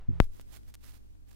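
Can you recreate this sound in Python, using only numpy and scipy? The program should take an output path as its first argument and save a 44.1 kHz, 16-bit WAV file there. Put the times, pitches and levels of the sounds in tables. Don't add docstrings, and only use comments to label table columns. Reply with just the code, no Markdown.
import sys
import numpy as np
from scipy.fft import rfft, irfft, next_fast_len
from scipy.io import wavfile

SR = 44100
rng = np.random.default_rng(int(sys.argv[2]) if len(sys.argv) > 2 else 0)


def generate_wav(sig):
    pcm = np.round(np.clip(np.atleast_2d(sig).T, -1, 1) * 32767).astype(np.int16)
    wavfile.write(sys.argv[1], SR, pcm)


N = 59535
T = np.arange(N) / SR
SIZE = next_fast_len(2 * N)
HZ = np.arange(SIZE // 2 + 1) * SR / SIZE

# (time [s], push gain [dB], snap gain [dB], crack gain [dB], treble cutoff [Hz], bass cutoff [Hz])
LANDING = [(0.20174, 45.5, 16.5, -17.5, 3126, 36), (0.20159, 39.5, -2, -26, 2500, 17)]


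def from_db(db):
    return 10 ** (np.asarray(db) / 20)


def gain_curve(points):
    return from_db(np.interp(T, *np.transpose(points)))


def low_pass(hz):
    return 1 / (1 + 1j * HZ / hz)


def bass_delay(hz):
    return 1 - 2 * low_pass(hz)


def click(time, response):
    return irfft(response * np.exp(-2j * np.pi * HZ * time), SIZE)[:N]


def noise(spectrum):
    hz, db = np.transpose(spectrum)
    gain = from_db(np.interp(np.log(HZ + 1), np.log(hz), db)) * np.sqrt(SR / 2)
    return irfft(rfft(rng.standard_normal(SIZE)) * gain, SIZE)[:N]


def pickup(sideways, vertical):
    return np.array([sideways + vertical, sideways - vertical])


def hum():
    # (frequency [Hz], sideways level [dB rms], vertical level [dB rms])
    tones = [(53.6, -59, -56.5), (101.8, -67.5, -66.5), (188, -86, -80), (308, -91, -88)]
    out = 0
    for hz, sideways_db, vertical_db in tones:
        angle = 2 * np.pi * (hz * T + rng.random())
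        out += pickup(from_db(sideways_db) * np.sin(angle), from_db(vertical_db) * np.cos(angle))
    return np.sqrt(2) * out


def groove():
    # (frequency [Hz], level [dB per Hz])
    sideways = [(10, -69.5), (25, -81.5), (60, -91), (95, -89.5), (140, -99), (250, -97.5), (400, -109),
                (700, -117), (1500, -119), (3000, -119), (7000, -120), (15000, -122)]
    vertical = [(10, -63.5), (25, -76), (60, -81.5), (95, -81), (140, -86), (250, -83), (400, -92.5),
                (700, -102), (1500, -109), (3000, -114), (7000, -117), (15000, -119)]
    rush = [(20, -55.5), (110, -74), (200, -89.5), (700, -94.5), (2000, -103), (4000, -111), (8000, -122),
            (15000, -131)]
    # (time [s], gain [dB])
    rumble_swell = [(0, -17.5), (.19, -7.5), (.21, -3), (.35, 1), (.6, 2), (.78, -3.5), (.88, -0.5),
                    (1.02, -0.5), (1.22, -4), (1.35, -1.5)]
    rush_swell = [(0, -2), (.07, -9.5), (.15, -1), (.2, -4), (.27, -23)]
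    rumble = gain_curve(rumble_swell) * pickup(noise(sideways), noise(vertical))
    return rumble + gain_curve(rush_swell) * noise(rush)


def worn_groove():
    # (start [s], end [s], level [dB])
    patches = [(0.215, 0.244, -54.5), (0.341, 0.412, -62), (0.498, 0.486, -61), (0.529, 0.57, -52),
               (0.681, 0.701, -59.5), (0.828, .87, -57), (0.889, 0.906, -54.5), (0.943, 0.964, -56.5),
               (1.291, 1.36, -63.5)]
    # (frequency [Hz], relative level [dB])
    colour = [(30, 9), (100, 2), (200, -5), (500, 0), (1500, -1), (4000, -2.5), (8000, -5), (15000, -4.5)]
    rise_s, fall_s, flutter_hz, flutter_db, left_db = 0.014, 0.013, 111, 2.41, -15.5
    swell = 0
    for start, end, db in patches:
        fade = np.maximum(start - T, 0) / rise_s + np.maximum(T - end, 0) / fall_s
        swell += from_db(db) * np.exp(-fade)
    flutter = irfft(rfft(rng.standard_normal(SIZE)) * low_pass(flutter_hz) ** 2, SIZE)[:N]
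    left, right = noise(colour), noise(colour)
    hiss = np.array([from_db(left_db) * left / left.std(), right / right.std()])
    return swell * from_db(flutter_db * flutter / flutter.std()) * hiss


def dust():
    # (time [s], left gain [dB], right gain [dB], treble cutoff [Hz], bass cutoff [Hz])
    specks = [(.3972, -6, -29.5, 300.7, 30), (0.4127, -30.5, -30, 14300, 1980),
              (0.6332, -46, -43, 9000, 1000), (.7410, -28.5, -26.5, 15000, 900),
              (0.7451, -27, -30.5, 15600, 940), (0.7485, -41, -30, 15200, 930),
              (.7528, -29, -28.5, 15100, 910), (1.153, -36, -34.5, 494, 250),
              (1.3148, -29.5, -35.5, 1500, 600)]
    out = 0
    for time, left_db, right_db, treble_hz, bass_hz in specks:
        band = low_pass(treble_hz) * low_pass(hz=14500) * (1 - low_pass(bass_hz))
        out += from_db([[left_db], [right_db]]) * click(time, band * bass_delay(hz=3500))
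    return out


def deck_ring(time):
    # (frequency [Hz], vertical level [dB], sideways level [dB], time to fade by 60 dB [s])
    tones = [(48.2, -31.5, -50.5, 0.38), (87, -22.5, -41.5, 0.42), (126, -27, -34.5, 0.23),
             (165, -54, -46.5, 0.85), (253, -41, -27.5, .08), (364, -61, -46, 0.15), (404, -51.5, -62, .2)]
    contact_s = 0.01
    age = np.maximum(T - time, 0)
    attack = 1 - np.exp(-(age / contact_s) ** 2)
    out = 0
    for hz, vertical_db, sideways_db, fade_s in tones:
        tone = np.sin(2 * np.pi * hz * age) * from_db(-60 * age / fade_s)
        out += pickup(from_db(sideways_db) * tone, -from_db(vertical_db) * tone)
    return attack * out


def deck_knock():
    peak_s, width_s, sideways_lag_s, swing_hz = 0.09, 0.0031, 0.0047, 92
    age = T - peak_s - np.array([[sideways_lag_s], [0]])
    swell = from_db(-14) * np.exp(-.5 * (age / width_s) ** 2)
    sideways, vertical = swell * np.cos(2 * np.pi * swing_hz * age)
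    return pickup(from_db(-22) * sideways, -vertical) + deck_ring(time=.0835)


def thump():
    arm_hz, arm_q = 12.5, 1.7
    ratio = 1j * HZ / arm_hz
    arm = ratio ** 2 / (1 + ratio / arm_q + ratio ** 2)
    path = arm * bass_delay(hz=385) * bass_delay(hz=23)
    channels = []
    for time, push_db, snap_db, crack_db, treble_hz, bass_hz in LANDING:
        contact, bass = low_pass(treble_hz), low_pass(bass_hz)
        push = from_db(push_db) * bass
        snap = from_db(snap_db) * contact
        blow = (push + snap) * contact ** 3 + from_db(crack_db)
        channels.append(click(time, blow * (1 - bass) * path))
    return np.array(channels)


def scene():
    landed_s = LANDING[0][0]
    landing = thump() + from_db(-10) * deck_ring(landed_s)
    return deck_knock() + landing + (T > landed_s) * worn_groove() + dust() + groove() + hum()


def record(dry):
    cutoff_hz = 15800
    return irfft(rfft(dry, SIZE) / np.sqrt(1 + (HZ / cutoff_hz) ** 120), SIZE)[:, :N]


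dry = scene()
out = record(dry)
generate_wav(out)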